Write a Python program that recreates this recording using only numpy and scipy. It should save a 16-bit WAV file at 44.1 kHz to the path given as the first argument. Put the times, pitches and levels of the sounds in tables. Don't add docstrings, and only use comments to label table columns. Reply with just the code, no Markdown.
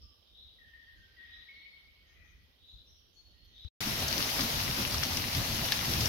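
import sys
import numpy as np
from scipy import signal
from scipy.fft import rfft, irfft
from scipy.io import wavfile
from scipy.ndimage import uniform_filter1d, map_coordinates

SR = 44100
rng = np.random.default_rng(int(sys.argv[2]) if len(sys.argv) > 2 else 0)


def transcribe(signal):
    frames = np.atleast_2d(signal).T
    limited = np.clip(frames, -1, 1)
    pcm = np.round(limited * 32767).astype(np.int16)
    wavfile.write(sys.argv[1], SR, pcm)


def amplitude_ratio(level_db):
    exponent = np.asarray(level_db, float) / 20
    return 10 ** exponent


N = 268480
TIME = np.arange(N) / SR
PORT_GAP = .00053
# the wood ends, the hail starts, the hail ends, all in seconds.
CHANGES = (3.6855, 3.8055, 6.0865)
WOOD_END, HAIL_START, HAIL_END = CHANGES


def unit(x):
    return x / np.sqrt(np.mean(x ** 2) + 1e-20)


def along(points, hz):
    f, v = np.transpose(points)
    return np.interp(np.log(hz + 1), np.log(f + 1), v)


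def curve(rows):
    return np.interp(TIME, *np.transpose(rows))


def swells(s, db, rise, fall, rest_db):
    coarse = TIME[::64]
    ahead = np.asarray(s)[:, None] - coarse
    below = np.where(ahead > 0, rise * ahead, -fall * ahead)
    peaks = amplitude_ratio(np.asarray(db)[:, None] - below)
    total = np.sum(peaks ** 2, axis=0) + amplitude_ratio(rest_db) ** 2
    return np.interp(TIME, coarse, 10 * np.log10(total))


def wobble(rate):
    knots = rng.standard_normal((2, int(N * rate / SR) + 4))
    return np.array([map_coordinates(k, [TIME * rate]) for k in knots])


def sides(pan_db):
    return amplitude_ratio(np.array([pan_db / 2, -pan_db / 2]))


def diffuse(spectrum, alike, patchy_db):
    z = signal.stft(rng.standard_normal((2, N)), nperseg=512)[2]
    patches = uniform_filter1d(rng.standard_normal(z.shape[1:]), 6, 0)
    patches = unit(uniform_filter1d(patches, 8, 1))
    pair = signal.istft(z * amplitude_ratio(patchy_db * patches), nperseg=512)[1][:, :N]
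    hz = np.fft.rfftfreq(N, 1 / SR)
    agreement = alike * np.sinc(2 * hz * PORT_GAP)
    turn = np.arccos(np.clip(agreement, -1, 1)) / 2
    mid, side = irfft(rfft(pair) * amplitude_ratio(along(spectrum, hz)) * [np.cos(turn), np.sin(turn)], N)
    return unit(np.array([mid + side, mid - side]))


def echoes(x, t60):
    t = np.arange(round(np.clip(t60, .02, .5) * SR)) / SR
    tail = rng.standard_normal((2, len(t))) * amplitude_ratio(-60 * t / t60)
    return signal.fftconvolve(x, tail / np.linalg.norm(tail[0]), axes=1)[:, :N]


def notes(rows, shape, glide=1):
    attack, from_db, sag_db, release, release_db = shape
    paths = []
    for s, held, hz, db, pan in rows:
        full = s + attack
        let_go = full + abs(held)
        paths.append([(s, hz * glide, db + from_db, pan),
                      (full, hz, db, pan),
                      (let_go, hz, db + sag_db, pan),
                      (let_go + release, hz, db + sag_db + release_db, pan)])
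    return paths


def songs(paths, warble_hz, fading_db):
    out, fading = np.zeros((2, N)), fading_db * wobble(45)
    for rows in paths:
        s, *cols = np.transpose(rows)
        on = slice(round(s[0] * SR), round(s[-1] * SR))
        t = TIME[on]
        hz, db, pan_db = [np.interp(t, s, c) for c in cols]
        flicker = fading[:, rng.integers(N // 2):][:, :len(t)]
        edge = np.clip(np.minimum(t - s[0], s[-1] - t) / 0.0032, 0, 1)
        turns = np.cumsum(hz + warble_hz[:, on], axis=1) / SR
        out[:, on] += edge * amplitude_ratio(db + flicker) * sides(pan_db) * np.sin(2 * np.pi * turns)
    return out


def whistlers():
    # start in seconds, held seconds, pitch in Hz, level in dB, left-right in dB.
    fluted = [
        (0.02, .02, 1172, -76.5, 5),
        (0.585, 0.12, 1820, -60, 5),
        (0.96, .14, 1566, -73, 5),
        (1.165, 0.16, 1876, -56, 6),
        (2.03, .06, 1857, -75, 9),
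        (2.15, 0.14, 1943, -68.5, 6.5),
    ]
    slurred = [
        (0.735, 0.15, 1842, -59.5, 8),
        (1.41, 0.068, 1903, -63, -1),
        (1.485, 0.19, 2203, -54.5, 3.5),
        (2.16, 0.077, 2430, -78, 15),
        (3.33, 0.2, 1903, -82, 11),
    ]
    thin = [
        (1.535, .2, 4283, -69, -9),
        (3.15, .16, 4375, -68, 1),
        (3.38, .14, 4320, -67.5, -3),
    ]
    # attack in seconds, from dB, sag in dB while held, release in seconds, release in dB.
    flute_shape = (.045, -4, -3, .25, -20)
    slur_shape = (0.0354, 3, -3.5, 0.56, -28)
    thin_shape = (.015, -15, -6, .03, -12)
    sung = notes(fluted, flute_shape, glide=1.05) + notes(slurred, slur_shape) + notes(thin, thin_shape)
    clear = songs(sung, 18 * wobble(70), fading_db=2)
    hoarse = songs(sung, 130 * wobble(150), fading_db=3)
    return amplitude_ratio(3.5) * (clear + amplitude_ratio(-11) * hoarse)


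def buzzers():
    # start in seconds, held seconds, centre in Hz, level in dB, left-right in dB.
    swelling = [
        (0.265, 0.038, 3800, -57.5, 0.5),
        (1.215, 0.057, 3814, -57, -2),
        (1.46, .1, 3690, -68, 0),
        (2.575, 0.037, 3870, -58, 0.5),
        (3.5, .06, 3816, -54.5, 0.5),
    ]
    short = [
        (0.0, .03, 5270, -62, -7),
        (.95, .04, 6600, -84, 8),
        (2.05, .05, 6400, -80, 11),
        (2.23, .08, 6350, -80, 11),
        (2.66, .05, 6800, -79, 8),
        (2.86, .09, 5710, -65.5, -3),
        (3.12, .01, 6340, -72, 7),
        (3.125, .03, 7100, -77, 10),
        (3.44, .16, 6280, -82, 7),
    ]
    # attack in seconds, from dB, sag in dB while held, release in seconds, release in dB.
    swell_shape = (.135, -15, -4, .24, -19)
    short_shape = (.025, -14, -4, .1, -18)
    swing = np.cumsum(95 + 25 * wobble(30)[:1], axis=1) / SR
    dips = 90 - 520 * np.sin(np.pi * swing) ** 6 + 90 * wobble(200)
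    calls = notes(swelling, swell_shape, glide=.93) + notes(short, short_shape)
    return amplitude_ratio(2.5) * songs(calls, dips, fading_db=3)


def birds():
    whistles, buzzes = whistlers(), buzzers()
    direct = whistles + amplitude_ratio(-1.5) * buzzes
    return direct + echoes(amplitude_ratio(-3) * whistles, t60=0.77) + echoes(amplitude_ratio(-1) * buzzes, t60=0.83)


def strikes(s, db, hz, pan_db, cycles, lag):
    t = np.arange(160) / SR
    ring = amplitude_ratio(db[:, None] - 22 * t * (hz / cycles)[:, None]) * np.sin(2 * np.pi * hz[:, None] * t)
    ring *= 1 - np.exp(-2.5 * t * hz[:, None])
    out = []
    for sign, gain in zip((.5, -.5), sides(pan_db)):
        first = np.round((s + sign * lag * PORT_GAP) * SR).astype(int)
        at = first[:, None] + np.arange(len(t))
        out.append(np.bincount(at.ravel(), (gain[:, None] * ring).ravel(), N + SR)[:N])
    return np.array(out)


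def big_stones():
    # strike in seconds, peak in dB, ring in Hz, left-right in dB, shatter in dB.
    stones = [(4.0813, -18, 6050, 2, 2.5), (4.1272, -17, 4300, 5.5, -7), (4.1798, -19, 5700, 8.5, -9),
              (4.2048, -23.5, 2620, 7, -9), (4.2253, -16.5, 4700, 3, -3), (4.3921, -25, 2000, 6, 2),
              (4.407, -20, 4500, 3, 3.5), (4.3004, -28, 4580, 0, -6), (4.8213, -25, 4270, -3, -2),
              (4.9428, -21, 5600, -3, 4.5), (4.9819, -21, 5400, 2, -6), (5.0313, -20.5, 2060, 4, -3.5),
              (5.0353, -16.5, 5500, 7.5, -2), (5.0525, -23, 5560, 0, -9), (5.1708, -20.5, 5570, 3.5, 1),
              (5.33, -18.5, 5100, -5, -1), (5.3493, -20.5, 4030, 8.5, -1), (5.6861, -21, 3450, 1.5, -7),
              (5.721, -10, 3830, 2, -1), (5.791, -21, 3380, 8, -15), (5.9363, -17.5, 5400, 5, -6),
              (6.0069, -19, 5640, 2.5, 2.5), (6.057, -15.5, 5600, 6.5, -16)]
    s, db, hz, pan_db, shatter_db = np.transpose(stones)
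    at = s + .0006
    lag = np.clip(-pan_db / 25, -1, 1)
    big = strikes(at, db + 3, hz, pan_db + 1.5, 4.7, lag)
    for ratio, partial_db in (.62, -5), (.8, -4), (1.4, -6), (2.7, -4):
        big += strikes(at, db + partial_db, ratio * hz, pan_db + 2, 3.5, lag)
    delay = .006 * rng.exponential(size=(len(s), 14))
    tone = np.exp(0.39 * rng.standard_normal((len(s), 14)))
    parts = np.broadcast_arrays(
        at[:, None] + delay,
        (db + shatter_db)[:, None] - 500 * delay,
        np.minimum(hz[:, None] * tone, 14000),
        pan_db[:, None] - 0.5, 2.5, lag[:, None])
    big = big + strikes(*[p.ravel() for p in parts])
    return big + amplitude_ratio(-7.5) * echoes(big, t60=0.046)


def chips():
    # strike in seconds, peak in dB, ring in Hz, left-right in dB.
    chip_hits = [(4.08, -28, 12600, 0.0), (4.2998, -30, 11300, -1.0), (4.3392, -30, 12700, -1.5),
                 (4.443, -29, 13400, -1.5), (4.8501, -32, 12700, -0.5), (4.8745, -28, 9980, -2.5),
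                 (5.0292, -26, 14000, -3.0), (5.1703, -28, 13000, -2.0), (5.3689, -28, 12500, -1.5),
                 (5.4592, -33, 14400, -2.5), (5.6448, -31, 11500, -2.5), (5.6792, -34, 12600, 0.5),
                 (5.7201, -21, 12400, 0.0), (5.8583, -31, 11900, -1.5), (5.9176, -29, 11100, -2.5),
                 (6.008, -30, 11200, 0.0), (6.0653, -30, 11100, -0.5)]
    s, db, hz, pan_db = np.transpose(chip_hits)
    lag = rng.uniform(-1, 1, len(s))
    ticks = strikes(s, db + 7, hz, pan_db, 5.0, lag)
    ticks = ticks + strikes(s, db + 3, 0.55 * hz, pan_db, 1.5, lag)
    return ticks + amplitude_ratio(6) * echoes(ticks, t60=0.018)


def patter(count, centre_hz, spread, size_db):
    u, g = rng.random((count, 3)), rng.standard_normal((count, 3))
    s = HAIL_START + u[:, 0] * (N / SR - HAIL_START)
    db = -size_db * np.log(u[:, 1] + 0.01)
    hz = np.clip(centre_hz * np.exp(spread * g[:, 0]), 2200, 15000)
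    cycles = 1.45 * np.exp(0.34 * g[:, 2])
    x = strikes(s, db, hz, 4 * g[:, 1], cycles, 2 * u[:, 2] - 1)
    return x / np.sqrt(np.mean(x[:, round(HAIL_START * SR):] ** 2))


def falling_hail():
    # time in seconds, density of the fall in dB.
    density = [(3.81, -36.5), (4.0, -36.5), (4.3, -35.5), (4.6, -36), (4.83, -37), (5.05, -36), (5.25, -37),
               (5.7, -36), (5.78, -36), (6.05, -35)]
    # frequency in Hz, level in dB per Hz.
    ground = [(150, -16), (400, 0), (660, 4.5), (1400, 2), (3000, 2.5), (16000, -5)]
    wash = amplitude_ratio(3.5 + 0.86 * wobble(22.08)[0]) * diffuse(ground, 0.8, patchy_db=1.37)
    near = amplitude_ratio(-6) * patter(count=2500, centre_hz=4470, spread=0.64, size_db=3.5)
    return amplitude_ratio(curve(density)) * (wash + near + amplitude_ratio(-4.5) * echoes(near, t60=.065))


def drumming():
    # peak in seconds, thud in the soil in dB, drumming on the boards in dB.
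    volleys = [(3.83, -49, -46.5), (3.93, -35.5, -39.5), (4.13, -40, -51), (4.2, -38.5, -45),
               (4.31, -48, -51), (4.44, -40.5, -37.5), (4.58, -38, -39.5), (4.7, -36.5, -52),
               (4.83, -43, -40), (4.97, -37.5, -38), (5.22, -42.5, -48), (5.391, -32, -40),
               (5.55, -36, -36.5), (5.65, -38.5, -44), (5.82, -37, -40), (5.93, -36, -37),
               (6.01, -28.5, -42)]
    # frequency in Hz, level in dB per Hz.
    soil_tone = [(15, -36), (28, -16), (45, -2.5), (95, 0), (135, -1.5), (200, -11.5), (400, -40)]
    board_tone = [(90, -9), (160, -8), (240, 0), (330, -7.5), (480, -19.5), (900, -23.5)]
    s, thud_db, drum_db = np.transpose(volleys)
    soil_db = swells(s, thud_db, rise=152, fall=260, rest_db=-43)
    board_db = swells(s, drum_db, rise=152, fall=260, rest_db=-45)
    soil = amplitude_ratio(soil_db + .8 + 1.5 * wobble(25)) * diffuse(soil_tone, .93, patchy_db=1.5)
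    boards = amplitude_ratio(board_db + 2 + 3.5 * wobble(25)[0]) * diffuse(board_tone, 1.0, patchy_db=1)
    return (soil + boards) * sides(0.7)[:, None]


def hail():
    return big_stones() + chips() + falling_hail() + drumming()


def handling():
    # start in seconds, level in dB, left-right in dB, t60 in seconds.
    nail = [
        (3.6475, -48, 6, .012),
    ]
    knock = (3.649, -30, 80, .042)
    out, t = np.zeros((2, N)), np.arange(SR // 8) / SR
    band = signal.butter(2, [1100, 6000], "band", fs=SR)
    for s, db, pan_db, t60 in nail:
        scratch = signal.lfilter(*band, rng.standard_normal((2, len(t))))
        out[:, round(s * SR):][:, :len(t)] += amplitude_ratio(db - 60 * t / t60) * sides(pan_db)[:, None] * scratch
    s, db, hz, length = knock
    push = amplitude_ratio(db - 60 * (t / length) ** 3) * np.sin(2 * np.pi * hz * t * (1 - 3 * t))
    out[:, round(s * SR):][:, :len(t)] += push * amplitude_ratio([[0], [-19]])
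    return out


def creaks():
    # start in seconds, level in dB, number of slips.
    finger = [
        (3.447, -55, 4),
        (3.586, -58, 1),
        (3.608, -57, 4),
    ]
    s, db = np.transpose([(s + .005 * k, db) for s, db, slips in finger for k in range(slips)])
    low_mode = strikes(s, db, 4500 + 0 * s, 0 * s, 5, 0)
    high_mode = strikes(s, db - 3, 12600 + 0 * s, 0 * s, 8, 0)
    return low_mode + high_mode


def far_chorus():
    # time in seconds, level in dB.
    chorus_swell = [(0, -71.5), (.5, -71.5), (1.4, -66), (1.85, -68.5), (2.35, -73.5), (2.7, -72.5),
                    (3.25, -72), (3.5, -70.5), (3.6, -66.5)]
    # loudest at in seconds, level in dB.
    phrases = [
        (.75, -86),
        (1.38, -75),
        (1.8, -84),
        (2.25, -75.5),
        (3.62, -85),
    ]
    # frequency in Hz, level in dB per Hz.
    high_tone = [(2200, -19.5), (2700, -6.5), (3100, 1.5), (4000, -5.5), (5300, -11.5), (6300, -25.5),
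                 (7200, -32), (8500, -45)]
    low_tone = [(900, -44), (1200, -1.5), (1600, -3), (2100, 7), (2600, 2.5), (3000, -32)]
    low_db = swells(*np.transpose(phrases), rise=38, fall=47, rest_db=-105)
    high = amplitude_ratio(curve(chorus_swell)) * sides(-15)[:, None] * diffuse(high_tone, 0.4, patchy_db=2)
    low = amplitude_ratio(low_db + 8) * sides(8.6)[:, None] * diffuse(low_tone, 0.39, patchy_db=0)
    return high + low


def wind():
    # time in seconds, wind in dB.
    breeze = [(0.0, -59), (0.21, -78), (0.4, -69), (0.7, -67), (0.83, -73), (1.0, -61), (1.12, -69.5),
              (1.38, -65.5), (1.47, -76), (1.57, -68.5), (1.78, -73.5), (1.86, -68), (2.3, -63),
              (2.66, -69), (2.78, -61), (2.93, -71), (3.25, -66), (3.6, -64)]
    # frequency in Hz, level in dB per Hz.
    wind_tone = [(15, -40), (30, -5), (50, 4), (75, 3), (130, -12), (250, -21), (600, -36), (1500, -120)]
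    gusts = amplitude_ratio(curve(breeze) + 3.5 + 2.3 * wobble(23))
    return gusts * sides(-2.5)[:, None] * diffuse(wind_tone, 0.66, patchy_db=2)


def hiss():
    # frequency in Hz, level in dB per Hz.
    hiss_tone = [(90, -4), (200, 11), (500, 9.5), (800, 4), (1300, 2), (7000, -8), (12000, -4.5),
                 (16000, -3.5)]
    return amplitude_ratio(-72) * diffuse(hiss_tone, 0.7, patchy_db=-2)


def scene():
    wood = birds() + handling() + creaks() + far_chorus() + wind() + hiss()
    tail = amplitude_ratio(-15 - 2000 * np.abs(TIME - WOOD_END)) * (TIME < WOOD_END + .03)
    fading = np.where(TIME < WOOD_END, 1, tail)
    return wood * fading + hail() * (TIME > HAIL_START) * (TIME < HAIL_END)


def low_pass(x):
    return signal.sosfilt(signal.butter(12, 16190, fs=SR, output="sos"), x)


def record(dry):
    # frequency in Hz, response in dB.
    left_port = [(100, -2), (2300, -1), (3800, 2.5), (5500, 5), (6400, -0.5), (7700, -18.5), (10000, -4),
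                 (12500, 0.5), (15500, -9)]
    right_port = [(100, -1.5), (2300, -4), (3000, -3.5), (5500, -0.5), (8300, -8.5), (12500, 1),
                  (15500, -3.5)]
    top_hz = 16150
    hz = np.fft.rfftfreq(2048, 1 / SR)
    limit_db = 70 * np.clip((hz - top_hz) / 300 + 1, 0, 1)
    response_db = np.array([along(left_port, hz), along(right_port, hz)]) - limit_db
    fold = irfft(np.log(amplitude_ratio(response_db)))
    fold[:, 1:1024] *= 2
    fold[:, 1025:] = 0
    mix = signal.fftconvolve(dry, irfft(np.exp(rfft(fold))), axes=1)[:, :N]
    return low_pass(mix)


dry = scene()
out = record(dry)
transcribe(out)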